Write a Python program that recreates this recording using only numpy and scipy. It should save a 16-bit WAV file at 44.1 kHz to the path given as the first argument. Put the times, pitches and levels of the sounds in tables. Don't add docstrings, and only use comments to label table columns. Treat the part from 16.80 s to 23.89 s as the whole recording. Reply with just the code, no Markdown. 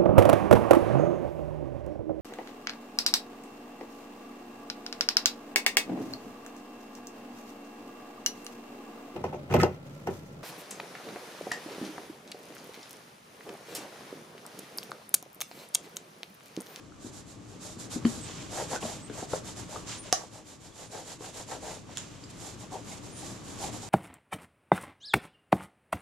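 import sys
import numpy as np
from scipy import signal
from scipy.fft import rfft, irfft, next_fast_len
from scipy.io import wavfile

SR = 44100
rng = np.random.default_rng(int(sys.argv[2]) if len(sys.argv) > 2 else 0)


def generate_wav(sig):
    pcm = np.round(np.clip(np.atleast_2d(sig).T, -1, 1) * 32767).astype(np.int16)
    wavfile.write(sys.argv[1], SR, pcm)


def gain_from_decibels(decibels):
    exponent = np.asarray(decibels, float) / 20
    return 10 ** exponent


N = 312669
SIZE = next_fast_len(N, True)
CONTROL_STEP = 64

# frequency in Hz, level in dB, 60 dB decay time in seconds.
SHELL_MODES = [(416, 8, 0.05), (518, 1, 0.073), (620, -1.5, 0.12), (735, 3.5, 0.039), (901, 8.5, 0.018),
               (1110, 3.5, 0.05), (1343, -0.5, 0.035), (1580, -12, 0.074), (1894, -19.5, 0.013)]


def cloth():
    hiss_gain, sheen_gain, scratch_gain, lower, upper, top = rubbing()
    hiss = fibre_hiss(hiss_gain, sheen_gain)
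    scratch = scratch_gain * leather_scratch()
    rumble = shell_rumble(lower, upper, top)
    return gain_from_decibels(2.0) * hiss + gain_from_decibels(-1.94) * scratch + gain_from_decibels(-0.7) * rumble


def rubbing():
    # start in seconds, length in seconds, share spent speeding up (0-1),
    # hiss in dB, press on the shell in dB.
    side_strokes = [
        (0.173, 0.16, 0.61, -52.5, -58),
        (0.301, 0.16, 0.44, -51.5, -61),
        (0.438, 0.15, 0.47, -54.5, -62),
        (0.607, 0.2, 0.62, -60.5, -61),
        (0.785, 0.23, 0.28, -47, -50),
        (0.972, 0.125, 0.32, -45.5, -58),
        (1.09, 0.13, 0.28, -42, -49),
        (1.235, 0.29, 0.15, -45.5, -52.5),
    ]
    face_strokes = [(1.656, 0.26, 0.53, -42, -35), (1.853, 0.16, 0.57, -41, -34.5),
                    (1.984, 0.3, 0.2, -43, -40), (2.289, 0.22, 0.48, -45.5, -43.5),
                    (2.461, 0.18, 0.46, -44.4, -44), (2.623, 0.15, 0.36, -46.0, -49.5),
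                    (2.738, 0.16, 0.34, -47.5, -47.5), (2.859, 0.24, 0.3, -48, -44.5),
                    (3.296, 0.23, 0.46, -52, -44.5), (3.474, 0.19, 0.51, -53.5, -49),
                    (3.624, 0.18, 0.44, -53.5, -54.5), (3.767, 0.19, 0.44, -56, -55.5),
                    (3.898, 0.22, 0.56, -51, -48), (4.078, 0.23, 0.33, -48.5, -42.5),
                    (4.221, 0.18, 0.46, -47, -46.5), (4.371, 0.19, 0.45, -47.5, -46),
                    (4.494, 0.19, 0.5, -46, -45), (4.649, 0.18, 0.41, -46, -38.5),
                    (4.778, 0.28, 0.35, -46.5, -41)]
    flat_strokes = [(5.485, 0.041, 0.52, -53, -62), (5.5, 0.31, 0.52, -48, -50.5),
                    (5.751, 0.15, 0.49, -52.5, -49), (5.893, 0.18, 0.21, -51.5, -40),
                    (6.007, 0.23, 0.49, -48.5, -50.5), (6.203, 0.16, 0.37, -52.5, -52.5),
                    (6.298, 0.39, 0.36, -48, -48), (6.612, 0.31, 0.23, -51, -57),
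                    (6.74, 0.2, 0.58, -43, -35), (6.898, 0.16, 0.28, -47.5, -47.5),
                    (6.981, 0.2, 0.25, -48.5, -48)]
    slides = [
        (-0.1, 0.14, 0.46, -66, -64),
        (1.38, 0.23, 0.41, -47.5, -61),
        (1.48, 0.26, 0.46, -48.5, -58),
        (2.226, 0.24, 0.29, -56.5, -66),
        (3.037, 0.19, 0.41, -39.5, -80),
        (3.19, 0.23, 0.36, -51, -52),
        (5.057, 0.088, 1, -54.5, -54),
        (5.126, 0.19, 0.31, -47, -66),
        (5.232, 0.62, 0.13, -58, -63),
    ]
    # sheen dB, scratch dB, upper modes' share at top speed dB, power of speed in the shell, top modes dB
    kinds = [(side_strokes, (1, -8.5, -3.5, 2.1, -22)),
             (face_strokes, (0, -5, -2.5, 3, -10.5)),
             (flat_strokes, (1, -4.5, -1.5, 3.5, -23)),
             (slides, (-12, 1, -8, 3, -9))]
    power = 0
    for passes, (sheen_db, scratch_db, upper_db, by_speed, top_db) in kinds:
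        for start, length, rising, hiss_db, shell_db in passes:
            pace = speed(start, length, rising)
            early = speed(start, length, 0.87 * rising)
            press_db = 0.15 * (shell_db - hiss_db)
            upper = np.clip(gain_from_decibels(upper_db) * pace ** 0.87, .05, .98)
            shell = gain_from_decibels(shell_db) * pace ** by_speed
            power = power + np.square([
                gain_from_decibels(hiss_db) * pace ** 1.8,
                gain_from_decibels(hiss_db + sheen_db) * early ** 2.6,
                gain_from_decibels(hiss_db + scratch_db + press_db) * pace ** 1.55,
                shell * np.sqrt(1 - upper ** 2),
                shell * upper,
                shell * pace ** 2 * gain_from_decibels(top_db)])
    points = np.arange(0, N, CONTROL_STEP)
    return [np.interp(np.arange(N), points, gain) for gain in np.sqrt(power)]


def speed(start, length, rising):
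    part = np.clip((np.arange(0, N, CONTROL_STEP) / SR - start) / length, 0, 1)
    rising = np.clip(rising, .05, .95)
    return np.sin(np.pi / 2 * np.minimum(part / rising, (1 - part) / (1 - rising)))


def fibre_hiss(hiss_gain, sheen_gain):
    # frequency in Hz, level in dB per Hz.
    hiss_colour = [(1470, -1.5), (2500, -17), (3630, 1), (4020, 0.5), (4620, 0.5), (7300, 1.5), (9150, -3),
                   (11500, -11), (14500, -29.5), (16000, -65)]
    # frequency in Hz, width in Hz, lift in dB.
    port = (7150, 960, 4.2)
    slips = grains(14000, spread_db=2.0) * gain_from_decibels(1.2 * drift(20.5))
    hiss = rms_one(peaked(spread(slips, hiss_colour), [port]))
    sheen = signal.sosfiltfilt(butter(2, 8800, "high"), hiss)
    return hiss_gain * (hiss - sheen) + sheen_gain * sheen


def leather_scratch():
    # frequency in Hz, level in dB per Hz.
    scratch_colour = [(600, -20), (950, 4), (1250, -8), (1700, -3), (2300, -0.5), (3200, 0.5), (5000, -27)]
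    catches = grains(5000, spread_db=2.5) * gain_from_decibels(1.2 * drift(53))
    return spread([[1], [.7]] * catches, scratch_colour)


def shell_rumble(lower, upper, top):
    catches = grains(1500, spread_db=1.8) * gain_from_decibels(2.0 * drift(67))
    modes = [rms_one(ring(catches, hz, .5 * t60)) * (-1) ** k
             for k, (hz, db, t60) in enumerate(SHELL_MODES)]
    palm, free = butter(2, [340, 1000], "band"), butter(2, 1000, "high")
    near = [[1], [.45]]
    rumble = lower * spread(near * signal.sosfilt(palm, sum(modes[:3])))
    rumble = rumble + upper * spread(near * signal.sosfilt(palm, sum(modes[3:5])))
    return rumble + top * spread(near * signal.sosfilt(free, sum(modes[6:])))


def knocks():
    # start in seconds, shell peak in dB, bench level in dB, pitch of the spot hit in Hz.
    hits = [(0.242, -56, -43, 401), (0.262, -53, -48, 600), (0.966, -54, -43, 404),
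            (1.158, -37, -30.5, 401), (1.165, -40, -34.5, 401), (1.2497, -24, -23.5, 401),
            (1.262, -29, -32.5, 401), (1.374, -42, -46, 482), (1.494, -34.5, -68, 630),
            (1.93, -24, -45.5, 870), (1.946, -42, -59, 877), (2.026, -26, -48, 706), (2.036, -40, -43, 476),
            (2.049, -26, -51, 476), (2.297, -31, -47.5, 404), (2.311, -42, -50, 404),
            (2.424, -30.5, -44, 700), (2.532, -14, -42.5, 478), (2.961, -28.5, -61, 401),
            (4.406, -33, -65, 500), (4.42, -35, -62, 850), (4.685, -46, -65, 519), (5.091, -38.5, -62, 770),
            (5.918, -37, -55, 842), (6.94, -35.5, -44, 700)]
    # frequency in Hz, level in dB, 60 dB decay time in seconds.
    bench_modes = [(184, 0.5, 0.044), (230.4, 4.5, 0.11), (313.7, 1, 0.065), (397, -5.5, 0.11)]
    # frequency in Hz, level in dB, 60 dB decay time in seconds.
    metal_modes = [(390, -5, 0.0078), (738, -6.5, 0.03), (1430, -15, 0.012), (1138, -15.5, 0.045),
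                   (1750, -13, 0.012), (2940, -11.5, 0.014), (3070, -5.5, 0.0052), (4040, -17, 0.016),
                   (4390, -6, 0.0054), (5230, 5, 0.002), (4900, -12, 0.017), (5790, -8, 0.017),
                   (6000, -16, 0.03), (6270, -8, 0.017), (7100, -10, 0.015), (7770, -12.5, 0.0092),
                   (9830, -8, 0.0035), (11800, -16, 0.0044)]
    # start in seconds, level in dB.
    clinks = [
        (3.3267, -9.5),
        (3.3347, -29),
        (3.339, -33),
    ]
    s, shell_db, bench_db, spot_hz = np.transpose(hits)
    bench = struck(bench_modes, s, bench_db + 3, 520)
    shell = struck(SHELL_MODES, s + 0.00091, shell_db - 12.0, 2100, spot_hz=spot_hz)
    clink = struck(metal_modes, *np.transpose(clinks), 12500, uneven_db=1.0)
    return bench + shell + small_ticks() + clink


def struck(modes, times, strength_db, contact_hz, uneven_db=3.5, spot_hz=None):
    at, out = (times * SR).astype(int), np.zeros(N)
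    luck_db = uneven_db * rng.standard_normal((len(at), len(modes)))
    for k, (hz, db, t60) in enumerate(modes):
        far_db = 0 if spot_hz is None else -7.0 * np.abs(np.log2(hz / spot_hz))
        clicks = np.zeros(N)
        clicks[at] = gain_from_decibels(strength_db + db + far_db + luck_db[:, k]) * (-1) ** k
        out += ring(clicks, hz, t60)
    return signal.sosfilt(butter(2, min(contact_hz, .45 * SR)), out)


def small_ticks():
    # start in seconds, level in dB, frequency in Hz, 60 dB decay time in seconds.
    tick_rows = [(0.121, -44.5, 1350, 0.025), (1.111, -45, 3000, 0.0075), (1.2525, -17.5, 1100, 0.0063),
                 (1.2505, -20, 2060, 0.0041), (1.253, -31, 3050, 0.015), (1.253, -28, 4470, .008),
                 (1.264, -35, 3150, .015), (1.96, -27.5, 1500, 0.023), (2.027, -28, 2790, 0.006),
                 (2.299, -36, 1580, 0.011), (2.298, -40, 3400, .008), (2.96, -29, 1210, 0.026),
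                 (3.924, -50, 3420, 0.028), (5.1718, -18.5, 3370, 0.004), (5.1722, -24, 9300, 0.0043),
                 (5.1722, -17, 5300, 0.0018), (5.1726, -27, 1500, 0.0051), (5.1722, -34, 11800, .003),
                 (5.173, -17.5, 7100, 0.0041), (5.1818, -19, 6900, .004), (5.439, -37, 4800, .015),
                 (5.441, -44, 7400, 0.022), (6.121, -41, 2190, 0.022)]
    contact_s = 0.00015
    ticks, t = np.zeros(N), np.arange(SR // 20) / SR
    for start, db, hz, t60 in tick_rows:
        envelope = gain_from_decibels(db - 60 * t / t60) * (1 - np.exp(-t / contact_s))
        ticks[round(start * SR):][:len(t)] += envelope * np.sin(2 * np.pi * hz * t)
    return signal.sosfilt(butter(2, 12000), ticks)


def bird():
    # start in seconds, length in seconds, first Hz, last Hz, level in dB, waver in Hz.
    peeps = [
        (1.392, 0.081, 7960, 8370, -45.5, 170),
        (2.212, 0.074, 7850, 8500, -48.5, 190),
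        (3.17, 0.058, 9330, 9230, -42.5, 23),
        (3.213, 0.037, 9100, 9100, -51, 130),
        (4.057, .05, 9250, 9000, -58, 60),
        (4.924, .06, 9200, 9100, -57, 80),
        (5.617, 0.066, 9050, 9300, -56, 120),
        (6.311, 0.066, 9050, 9400, -51, 150),
        (6.355, 0.07, 9300, 9350, -47, 20),
    ]
    out, waver, flutter = np.zeros(N), drift(130), drift(90)
    for start, length, first_hz, last_hz, db, waver_hz in peeps:
        at = round(start * SR) + np.arange(round(length * SR))
        part = np.linspace(0, 1, len(at))
        hz = first_hz + (last_hz - first_hz) * part + waver_hz * waver[at]
        swell = gain_from_decibels(db + 2.8 * flutter[at]) * np.sin(np.pi * part)
        out[at] += swell * np.sin(2 * np.pi * np.cumsum(hz) / SR)
    return out


def room(x):
    t60_s = .3
    t = np.arange(SR // 2) / SR
    dull, bright = rng.standard_normal((2, 2, len(t)))
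    dull = signal.sosfilt(butter(1, 2500), dull) * gain_from_decibels(-60 * t / t60_s)
    bright = 1.44 * bright * gain_from_decibels(-60 * t / (0.56 * t60_s))
    echoes = (dull + bright) * (t > .004)
    echoes = echoes / np.sqrt(np.sum(echoes ** 2) / 2)
    return signal.fftconvolve(x[None], echoes, axes=1)[:, :N]


def room_hum():
    # time in seconds, level in dB.
    gain_curve = [(0.0, -51), (0.65, -49.5), (0.93, -49), (1.22, -43), (1.4, -43.5), (1.56, -45),
                  (2.41, -46), (2.57, -45.5), (3.18, -45.5), (3.32, -50), (3.59, -54.5), (4.6, -51.5),
                  (4.86, -48.5), (5.21, -49), (5.35, -48.5), (6.75, -44.5), (6.91, -43.5), (7.09, -46)]
    # frequency in Hz, level in dB per Hz.
    hum_colour = [(15, -45), (25, -7), (123, 3.5), (229, 0), (317, -1.5), (575, -6), (1130, -12),
                  (1790, -16), (5140, -20), (7310, -19.5), (11900, -36.5), (14400, -57), (16000, -70)]
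    # frequency in Hz, width in Hz, lift in dB.
    room_modes = [(112, 25, 6.5), (179, 25, 5.5), (301, 86, 7), (1154, 130, 5.5)]
    gain_db = np.interp(np.arange(N) / SR, *np.transpose(gain_curve))
    hum = rms_one(peaked(spread(rng.standard_normal((2, N)), hum_colour), room_modes))
    return gain_from_decibels(gain_db + 1.0 + 0.62 * drift(5.6)) * hum


def rms_one(x):
    return x / np.sqrt(np.mean(x ** 2) + 1e-20)


def butter(order, hz, kind="low"):
    return signal.butter(order, hz, kind, fs=SR, output="sos")


def at_hz(points):
    hz = np.maximum(np.arange(SIZE // 2 + 1) * SR / SIZE, 1)
    table_hz, value = np.array(points)[:, :2].T
    return np.interp(np.log(hz), np.log(table_hz), value)


def drift(rate):
    r = np.exp(-2 * np.pi * rate / SR)
    noise = rng.standard_normal(N + SR)
    return rms_one(signal.lfilter([1], [1, -2 * r, r * r], noise)[SR:])


def ring(clicks, hz, t60):
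    r, w = gain_from_decibels(-3 * 20 / (t60 * SR)), 2 * np.pi * hz / SR
    return signal.lfilter([0, np.sin(w)], [1, -2 * r * np.cos(w), r * r], clicks + 1e-18)


def grains(per_s, spread_db):
    sizes = gain_from_decibels(spread_db * np.minimum(rng.exponential(1, (2, N)), 5))
    signs = rng.choice([-1, 1], (2, N))
    return sizes * signs * (rng.random((2, N)) < per_s / SR)


def spread(pair, spectrum=((1, 0), (2, 0))):
    # frequency in Hz, left-right likeness (0-1).
    likeness = [(25, 0.43), (90, 0.92), (200, 0.61), (800, 0.28), (2000, 0.48), (5000, 0.52), (9000, 0.076),
                (14000, 0.33)]
    common, other = rfft(pair, SIZE) * gain_from_decibels(at_hz(spectrum))
    alike = np.clip(at_hz(likeness), 0, 1)
    ears = np.sqrt(1 + alike) * common + np.sqrt(1 - alike) * other * [[1], [-1]]
    return rms_one(irfft(ears, SIZE)[:, :N])


def peaked(x, peaks):
    hz = np.arange(SIZE // 2 + 1) * SR / SIZE
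    lift_db = sum(db / (1 + (2 * (hz - mid_hz) / width) ** 2) for mid_hz, width, db in peaks)
    return irfft(rfft(x, SIZE) * gain_from_decibels(lift_db), SIZE)[:, :N]


def scene():
    hits, peeps = knocks(), bird()
    thin = signal.sosfilt(butter(1, [900, 13000], "band"), hits)
    steady = cloth() + room_hum() + gain_from_decibels(-3.5) * room(thin)
    steady = signal.sosfilt(signal.cheby2(8, 40, 15750, fs=SR, output="sos"), steady)
    return steady + hits + 0.75 * peeps + 0.39 * room(peeps)


def top_cut(x):
    return signal.sosfilt(signal.butter(12, 16530, fs=SR, output="sos"), x)


def record(dry):
    # frequency in Hz, left minus right in dB.
    lean_db = [(30, 7), (150, 2.5), (600, 2.5), (1300, 1.2), (2400, 1), (4400, -0.5), (6500, -7.5),
               (8200, -8), (10000, 10), (12500, 12), (15000, 5)]
    lean = gain_from_decibels(at_hz(lean_db) / 2 * [[1], [-1]])
    mix = irfft(rfft(dry, SIZE) * lean, SIZE)[:, :N]
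    return top_cut(mix)


dry = scene()
out = record(dry)
generate_wav(out)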